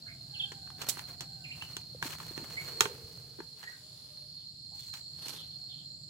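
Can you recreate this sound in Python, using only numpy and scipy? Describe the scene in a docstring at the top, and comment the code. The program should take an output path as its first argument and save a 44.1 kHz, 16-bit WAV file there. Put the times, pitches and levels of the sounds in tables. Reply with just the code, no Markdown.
"""From the start a garden trills with insects over a low traffic hum; far roosters call, birds chirp
and grain slides faintly. Knocks on an aluminium pan of grain begin at half a second; then feet scuff
gritty soil and grain spills. The hardest knock comes near 2.8 s, with a hollow drone round it.
After 4.3 s a far bird whistles, and near 5.3 s a bird flaps down into the plants.
Clicks or noise through filters make insects, grain, feathers and traffic; sine waves make calls and rings."""
import sys
import numpy as np
from scipy import signal
from scipy.fft import rfft, irfft, next_fast_len
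from scipy.io import wavfile
from scipy.ndimage import uniform_filter1d, map_coordinates

SR = 44100
rng = np.random.default_rng(int(sys.argv[2]) if len(sys.argv) > 2 else 0)


def wrap_up_sound(samples):
    """Save the sound to the file named by the first command line argument, as 16-bit audio."""
    columns = np.atleast_2d(samples).T
    # keep every value between -1 and 1, then stretch to whole-number steps
    tamed = np.clip(columns, -1, 1)
    steps = np.round(tamed * 32767).astype(np.int16)
    wavfile.write(sys.argv[1], SR, steps)


N = 268657
TIME = np.arange(N) / SR


def amp(db):
    """Turn decibels into a gain."""
    return 10 ** (np.asarray(db) / 20)


def unit(x):
    """Scale to an average strength (rms) of 1."""
    return x / np.sqrt(np.mean(x ** 2))


def curve(rows, axis=1):
    """Join one column of a table by straight lines in time."""
    rows = np.array(rows)
    return np.interp(TIME, rows[:, 0], rows[:, axis])


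def colour(x, points):
    """Filter through (f/Hz, gain/dB) points; the filter answers only after the sound arrives."""
    n = 2 * next_fast_len(x.shape[-1] // 2 + 1024)
    hz, db = np.transpose(points)
    bins_hz = np.arange(n // 2 + 1) * SR / n
    gain_db = np.interp(np.log(bins_hz + 1), np.log(hz), db)
    # folding the cepstrum forward in time gives the minimum-phase filter
    cepstrum = irfft(np.log(amp(gain_db)))
    cepstrum[1:n // 2] *= 2
    cepstrum[n // 2 + 1:] = 0
    response = np.exp(rfft(cepstrum))
    return irfft(rfft(x, n) * response)[..., :x.shape[-1]]


def walk(rate):
    """Random wandering with a spread near 1, through `rate` new values a second."""
    knots = rng.standard_normal(1024)
    return np.interp(TIME * rate, np.arange(len(knots)), knots)


def swell(s, rise_db_s, fall_db_s):
    """Gain that grows to 1 at time s and dies away."""
    return amp(np.minimum(rise_db_s * (TIME - s), fall_db_s * (s - TIME)))


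def pan(db):
    """Left and right gains for a left-minus-right level difference."""
    return amp(np.array([[db], [-db]]) / 2)


def place(x, db, lag_ms):
    """Put a source to one side by a level difference and a left delay (negative: left comes earlier)."""
    left = np.roll(x[0], int(round(lag_ms * SR / 1000)))
    return np.array([left, x[1]]) * pan(db)


def pair(n, apart):
    """Stereo noise: a part shared by both channels and a part of their own."""
    shared = rng.standard_normal(n)
    own = rng.standard_normal((2, n))
    return unit(shared + apart * own)


def add(out, s, x):
    """Mix x into out from time s."""
    i = max(int(s * SR), 0)
    out[:, i:i + x.shape[-1]] += x[..., :N - i]


def garden(x, t60):
    """Echo scattered by walls, trunks and leaves, different in each channel; it drops 60 dB in t60 seconds."""
    t = TIME[:SR]
    after_gap = t > .004
    scatter = pair(SR, 5.4) * amp(-60 * t / t60) * after_gap
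    response = unit(scatter) / np.sqrt(SR)
    return signal.fftconvolve(np.atleast_2d(x), response, axes=-1)[:, :N]


def knock(db, bass_db, treble_db, rattle_db):
    """A sharp crack, a short rattle of loose grain, and the damped ring of the pan."""
    # ways the loaded pan rings: f/Hz, level/dB, time to drop 60 dB/s
    pan_modes = [(406, -9.5, 0.075), (425, -18.5, 0.21), (899, 6, 0.12), (950, 7, 0.056),
                 (1015, -33.5, 0.09), (1460, 9, 0.03), (1570, -8.5, 0.035), (2730, 1.5, 0.13),
                 (3660, -4, 0.24), (4500, -8.5, .12), (6690, 12.5, 0.097), (7260, 10.5, 0.033)]
    t = TIME[:SR // 4]
    contact = (1 - np.exp(-t / .0003)) * np.exp(-t / .0018)
    rattle = amp(rattle_db + 1.5) * np.exp(-t / 0.011)
    crack = pair(len(t), 1.0) * (contact + rattle)
    ring = np.zeros(len(t))
    for hz, mode_db, t60 in pan_modes:
        ring += amp(mode_db - 60 * t / t60) * np.sin(2 * np.pi * hz * t + rng.uniform(0, 2.5))
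    tone = [(70, bass_db - 18.5), (370, bass_db + 12), (620, bass_db / 2 - 2.5),
            (850, 3.5), (1300, 2), (1700, 3.3),
            (2200, treble_db / 4 - 1), (2600, treble_db / 4), (2950, treble_db / 2 + 5),
            (4800, treble_db + 3.0), (7900, treble_db + 1), (8600, treble_db - 8.0),
            (12000, treble_db - 6), (15500, treble_db - 15.5)]
    return colour(unit(crack + amp(-41.5) * ring), tone) * amp(db - 11)


def taps():
    """Knocks set the pan ringing, each with its own balance between left and right."""
    # knocks, before knock() shapes and lowers them:
    # t/s, level/dB, bass against middle/dB, treble against middle/dB, left minus right/dB, rattle/dB
    knocks = [(0.519, -42.5, -3, -8, -2, -5), (0.674, -50.5, -9, -14, -7, -12.5),
              (0.816, -36, -16, -3, -6, 8), (0.971, -40.5, -4, -16, -2, -25),
              (0.993, -35, -25, -11, -2, -41), (1.207, -40, -7.5, 0.5, 0, -4),
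              (1.767, -37.5, -9.5, -1.5, -2, -35), (2.026, -25, -13.5, -16.5, 0, -29),
              (2.128, -37.5, -33, -14, 7, 10), (2.201, -37.5, -51, -18.5, -0.5, -23),
              (2.377, -33, -11, -18, -3.5, -24), (2.807, -15, -20.5, -5, -3.5, -18),
              (2.819, -36, -20, -10, -3, -13), (2.855, -26.5, -12, -19, -4.5, -27),
              (3.388, -50, 15, -30, 0, -23), (3.403, -38.5, -1, -22, 1, -19),
              (4.937, -41.5, -31, -2, -3, 16), (5.283, -47.5, -21, 6.5, -9, -6)]
    out = np.zeros((2, N))
    for s, db, bass_db, treble_db, pan_db, rattle_db in knocks:
        add(out, s, place(knock(db, bass_db, treble_db, rattle_db), pan_db, 0.13))
    return out


def ticks(count):
    """Stray grains hit the pan lightly at random moments while it is carried."""
    first_s, last_s = .5, 3.9
    mean_db, spread_db = -47, 2.5  # before knock() lowers them
    out = np.zeros((2, N))
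    for s in rng.uniform(first_s, last_s, size=count):
        db = mean_db + spread_db * rng.standard_normal()
        add(out, s, knock(db, bass_db=-19, treble_db=-8.5, rattle_db=-22))
    return out * pan(-2.9)


def grit(spread_db):
    """Dense tiny contacts: noise whose strength jumps every 32 samples."""
    sizes = amp(spread_db * rng.exponential(size=N // 32 + 1))
    strength = np.repeat(np.minimum(sizes, 7), 32)[:N]
    return pair(N, 1.4) * strength


def spill():
    """Many seeds land on metal within a few milliseconds and leave a thin ring of two close tones."""
    # colour of grain striking metal: f/Hz, gain/dB
    spill_tone = [(500, -25), (2200, -19), (3200, -4), (5000, -3), (8100, 1), (8900, -10), (11200, -4),
                  (13000, -9), (15500, -7)]
    start_s, length_s = .888, 0.012
    out, t = np.zeros((2, N)), TIME[:SR // 2]
    shower = np.exp(-np.maximum(t - length_s, 0) / 0.0064) + 0.094 * np.exp(-t / 0.014)
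    tones = np.sin(2 * np.pi * 11060 * t) + .8 * np.sin(2 * np.pi * 10935 * t)
    ring = amp(-26 - 60 * t / .4) * tones
    seeds = unit(colour(grit(1.0)[:, :len(t)], spill_tone))
    add(out, start_s, (seeds * shower + amp(4.5) * ring) * amp(-27.5) * pan(-9))
    return out


def bumps():
    """Soft handling bumps and the pan's low ring at the hardest knock, as short low sines, over a drone."""
    # bumps and low rings, all lifted by 1.5 dB below: t/s, f/Hz, level/dB, time to drop 60 dB/s
    low_sines = [(1.215, 133, -47, 0.13), (1.948, 502, -39, 0.034), (2.029, 141, -37.5, 0.067),
                 (2.056, 283, -33, 0.031), (2.31, 337, -34.5, 0.019), (2.377, 286, -37, 0.031),
                 (2.398, 332, -33.5, 0.017), (2.413, 346, -42, 0.029), (2.428, 262, -36, 0.031),
                 (2.808, 415, -26, 0.048), (2.814, 124, -39, 0.12), (2.857, 421, -30.5, 0.057),
                 (3.04, 108, -39, 0.072), (3.403, 360, -35.5, 0.032)]
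    # the hollow drone, filtered noise, swells round the hardest knock and lingers faintly
    drone_s, rise_db_s = 2.873, 59.5
    main_swell = amp(-48) * swell(drone_s, rise_db_s, fall_db_s=135)
    linger = amp(-62) * swell(drone_s, rise_db_s, fall_db_s=16.5)
    hollow = [(200, -35), (370, -7), (470, 2.0), (540, -12), (700, -24.0), (1200, -51.5)]
    out = unit(colour(pair(N, .3), hollow)) * (main_swell + linger) * pan(-1.5)
    t = TIME[:SR // 4]
    soft_start = 1 - np.exp(-t / 0.00072)
    for s, hz, db, t60 in low_sines:
        add(out, s, amp(db + 1.5 - 60 * t / t60) * soft_start * np.sin(2 * np.pi * hz * t))
    return out


def rustle():
    """Grain slides in the pan all along; soles scuff in short swells; both are filtered grit."""
    # sliding grain, strongest while the pan is carried along; lifted by 2 dB below: t/s, level/dB
    slide_level = [(0, -66), (.9, -66), (1.9, -64.5), (2.6, -57), (3.2, -61), (3.65, -70.5), (4.0, -64.5),
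                   (4.6, -75), (5.4, -65.5), (6.09, -74.5)]
    # colour of the sliding grain: f/Hz, gain/dB
    slide_tone = [(150, -10), (400, 12), (700, 8), (1200, 4), (2200, 2), (4000, 6), (7500, 3.5), (8800, 1),
                  (12500, 1), (15500, -1.5)]
    # scuffs of feet: t/s, length/s, level/dB, brightness/(dB per octave, roughly)
    scuffs = [(0.777, 0.17, -51, -2.5), (0.863, 0.24, -50.5, -1.5), (1.074, 0.098, -55, -2),
              (1.209, 0.06, -57, -3.5), (1.547, 0.33, -57.5, -1), (2.02, 0.16, -44.5, -1),
              (2.181, 0.21, -52.5, -1.5), (2.356, 0.21, -54, -2.5), (2.498, 0.59, -53, -2),
              (2.795, 0.11, -48, 3.5), (3.561, 0.37, -62, -1), (4.739, 0.28, -59, 2.5),
              (4.929, 0.12, -58, -0.5)]
    out = unit(colour(grit(2.2), slide_tone)) * amp(curve(slide_level) + 2.0) * pan(-1.5)
    contacts = grit(2.54) * amp(2.9 * walk(70))
    for s, length, db, slope in scuffs:
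        stroke = contacts[:, int(s * SR):int((s + length) * SR)]
        u = np.linspace(0, 1, stroke.shape[-1])
        envelope = u ** 0.4 * (1 - u) ** 1.25
        tone = [(90, -6.5), (300, -2.5), (1300, 1.7 * slope), (7500, 5.7 * slope),
                (9000, 4.9 * slope - 4), (15000, 4.5 * slope - 5)]
        add(out, s, unit(colour(stroke * envelope, tone)) * amp(db) * pan(-0.42))
    return out


def wings():
    """Feathers brush air and leaves: one rounded swell of grit, pulsing with each wing beat."""
    # colour of the rustling feathers: f/Hz, gain/dB
    wings_tone = [(30, -31.5), (100, 1.5), (300, 7), (700, 5), (1300, 4), (2200, -1), (3300, 9),
                  (7500, 0.5), (8800, -0.5), (12500, 2), (15500, -14.5)]
    landing_s, spread_s, beat_hz = 5.3, .145, 27.2  # the swell is 20 dB down spread_s away from landing
    from_landing = TIME - landing_s
    beats = 1 + .4 * np.cos(2 * np.pi * beat_hz * from_landing)
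    envelope = amp(-46 - 20 * (from_landing / spread_s) ** 2)
    return unit(colour(grit(2.4), wings_tone)) * beats * envelope * pan(-3.0)


def trill(rate_hz, jitter, spread, count):
    """Click trains of several insects, each at its own uneven rate and wandering loudness."""
    clicks = np.zeros(N)
    for _ in range(count):
        start = rng.random()
        rate = rate_hz * np.exp(spread * rng.standard_normal() + jitter * walk(60))
        phase = start + np.cumsum(rate) / SR
        # one click each time the phase passes a whole number
        clicks += np.diff(np.floor(phase), prepend=0) * amp(2 * walk(6.1))
    return clicks - clicks.mean()


def waver(x, depth_ms, rate):
    """Slow stretching of time makes the pitch drift slightly."""
    drift = uniform_filter1d(walk(rate), int(SR / rate))
    position = (TIME + drift * depth_ms / 1000) * SR
    return np.array([map_coordinates(c, [position], order=3) for c in x])


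def insects():
    """Clicks ring each insect's sound organ; with distance they merge into a steady hiss."""
    # chorus of near insects, lifted by 2.5 dB below: t/s, level/dB
    chorus_level = [(0.0, -51), (1.54, -51.5), (2.3, -48), (2.8, -50), (2.97, -53), (3.65, -57.5),
                    (4.3, -52), (4.8, -49.5), (6.09, -50)]
    # resonance of the near insects' sound organs: f/Hz, gain/dB
    chorus_body = [(3300, -68.5), (3900, -34), (4000, -8.5), (4120, -9.5), (4220, 2), (4310, 4.5),
                   (4370, 3), (4450, -17), (4800, -19.5), (5600, -44), (7000, -70.5)]
    # a higher insect swells about once a second: t of the crest/s, level/dB
    shrill_crests = [(.52, -63), (1.5, -64), (2.65, -60.5), (3.87, -64.5), (5.03, -61.5), (6.06, -61)]
    # resonance of the higher insects: f/Hz, gain/dB
    shrill_body = [(5500, -46.5), (6600, -23), (7100, -2), (7350, -1), (7600, -4), (8100, -13),
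                   (9000, -39.5)]
    # a crowd of further insects, spread over the near ones' pitch and above: f/Hz, gain/dB
    crowd_body = [(3850, -37), (4020, -1), (4600, -1.5), (4800, -2), (5120, -6), (5400, -13), (5900, -27.5),
                  (7000, -45)]
    # thin hiss of insects further off: f/Hz, gain/dB
    far_tone = [(1500, -23), (2500, -9.5), (3100, 2), (3700, 10.5), (5800, 0.5), (8800, -5), (10200, 3.5),
                (11100, 2.5), (11900, -12.5), (15500, -20.5)]
    nearest = amp(1.5) * trill(69.4, .07, 0, count=1)
    low = nearest + trill(72, .08, .25, count=2)
    high = trill(190, 0.089, .25, count=4)
    chorus = unit(colour(0.65 * low + garden(low, 0.096), chorus_body))
    chorus = waver(chorus, depth_ms=.6, rate=6) * amp(1.3 * walk(45))
    shrill = unit(colour(.3 * high + garden(high, 0.31), shrill_body))
    shrill = waver(shrill, depth_ms=1.5, rate=4)
    swells = [amp(db) * swell(s, rise_db_s=16.5, fall_db_s=35.5) for s, db in shrill_crests]
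    effort = np.max(swells, axis=0)
    crowd = unit(colour(pair(N, 2), crowd_body)) * amp(-59 + walk(5))
    far = unit(colour(pair(N, 6.8), far_tone)) * amp(-65.5 + 2.1 * walk(2))
    near_chorus = place(chorus * amp(curve(chorus_level) + 2.5), -2.0, -0.42)
    return near_chorus + (shrill * effort + crowd + far) * pan(-1.2)


def note(length, hz, glide, rough):
    """One bird note: a sine on a slightly arched glide (octaves), with a rasp in its pitch."""
    u = np.linspace(-1, 1, int(length * SR))
    rasp = unit(uniform_filter1d(rng.standard_normal(len(u)), size=60))
    arch_octaves = .07
    pitch = hz * 2 ** (glide * u / 2 - arch_octaves * u ** 2) * (1 + rough * rasp)
    tone = np.sin(2 * np.pi * np.cumsum(pitch) / SR)
    return unit(tone * np.cos(np.pi * u / 2))


def birds():
    """Quick gliding notes; fainter chirps are further off, so rougher and with more echo."""
    # short bird notes: t/s, length/s, middle f/Hz, glide/octaves, level/dB
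    chirps = [(0.056, 0.038, 1645, 0.46, -57), (0.076, 0.027, 2235, 0.22, -51),
              (0.338, 0.031, 2970, -0.51, -46), (0.393, 0.025, 3333, -.27, -33.5),
              (.408, 0.016, 2790, 0.17, -45), (0.419, 0.015, 3600, .03, -38),
              (0.433, 0.018, 3280, -.12, -32.5), (1.437, 0.028, 2610, -0.55, -46),
              (1.504, 0.027, 2634, 0.62, -42.5), (1.609, 0.027, 2796, 0.27, -41.5),
              (2.567, 0.031, 2150, .24, -37), (3.622, 0.031, 1836, 0.27, -51.5),
              (3.671, 0.019, 1885, -0.038, -41), (3.712, 0.026, 1722, -0.47, -53.5),
              (4.706, 0.046, 794, 0.31, -61.5)]
    # a far bird repeats one falling whistle: t/s, level/dB
    whistles = [(4.36, -66), (4.765, -59.5), (5.346, -50.5), (5.481, -65), (5.673, -53), (5.746, -57)]
    even_db, echo_slope = -50, 0.48  # chirp level with equal echo; dB more echo for each dB fainter
    notes = []
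    for s, length, hz, glide, db in chirps:
        echo_db = echo_slope * (even_db - db)
        notes.append((s, note(length, hz, glide, .06 * amp(echo_db)), db, echo_db))
    for s, db in whistles:
        whistle = note(length=.072, hz=3420, glide=-0.362, rough=.07)
        notes.append((s, whistle, db, 10))  # 10 dB more echo than direct sound
    direct, sent = np.zeros((1, N)), np.zeros((1, N))
    for s, sound, db, echo_db in notes:
        heard = sound * amp(db) / np.hypot(1, amp(echo_db))
        add(direct, s, heard)
        add(sent, s, heard * amp(echo_db))
    return place(direct + garden(sent, .26), -4, -0.21)


def roosters():
    """Long wavering calls of two partials sag and fade, blurred and broken up by distance."""
    # calls, before fading and blurring: t/s, length/s, starting f/Hz, level/dB
    crows = [(0, 0.43, 680, -64), (.25, 0.42, 816.7, -57), (0.561, 0.77, 774, -59),
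             (1.181, 0.67, 785, -61.5), (3.796, 0.22, 620, -62), (4.07, 0.23, 604, -63),
             (5.379, 0.48, 765, -70), (5.84, 0.24, 608, -72.5)]
    attack_s, release_s = 0.035, 0.058
    sag_octaves_s, fade_db_s, roughness = 0.19, 18.5, 0.0298
    calls = np.zeros((1, N))
    highest = max(row[2] for row in crows)
    for s, length, hz, db in crows:
        t = TIME[:int(length * SR)]
        pitch = hz * 2 ** (-sag_octaves_s * t) * (1 + roughness * walk(131.1)[:len(t)])
        phase = 2 * np.pi * np.cumsum(pitch) / SR
        # -7 dB at the highest call, 32 dB weaker for each octave lower
        overtone = amp(-7 + 32 * np.log2(hz / highest))
        edges = np.clip(np.minimum(t / attack_s, (length - t) / release_s), 0, 1)
        envelope = edges * amp(db - fade_db_s * t)
        add(calls, s, (np.sin(phase) + overtone * np.sin(2 * phase)) * envelope)
    calls = calls * amp(3 * walk(26))
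    return (0.42 * calls + garden(calls, 0.44)) * pan(-1)


def traffic():
    """Low hum from far roads: filtered noise, nearly alike in both channels."""
    # distant traffic, lowered by 1.24 dB below: t/s, level/dB
    traffic_level = [(0.0, -53.5), (2.0, -52.5), (2.75, -51), (3.2, -55.5), (3.7, -61.5), (4.1, -59.5),
                     (5.4, -55.5), (6.09, -56.5)]
    # colour of the hum: f/Hz, gain/dB
    traffic_tone = [(25, -36), (50, -13.5), (80, -4.5), (110, 0.5), (140, 3.5), (165, 0), (195, -11),
                    (300, -14), (450, -30), (700, -24.5), (1100, -47), (2500, -56.5), (8000, -58)]
    hum = unit(colour(pair(N, 0.28), traffic_tone))
    return hum * amp(curve(traffic_level) - 1.24) * pan(-1.26)


def scene():
    """Near handling sounds, with a faint garden echo, over the living background."""
    near = taps() + spill() + ticks(count=7)
    handling = near + amp(-12) * garden(near, 0.19) + bumps() + rustle()
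    return handling + wings() + insects() + birds() + roosters() + traffic()


def record(dry):
    """The phone thins the deepest bass and cuts the top."""
    bass_cut = signal.butter(2, 32, "highpass", fs=SR, output="sos")
    top_cut = signal.ellip(10, .2, 70, 15760, fs=SR, output="sos")
    thinned = signal.sosfilt(bass_cut, dry)
    return signal.sosfilt(top_cut, thinned)


dry = scene()
out = record(dry)
wrap_up_sound(out)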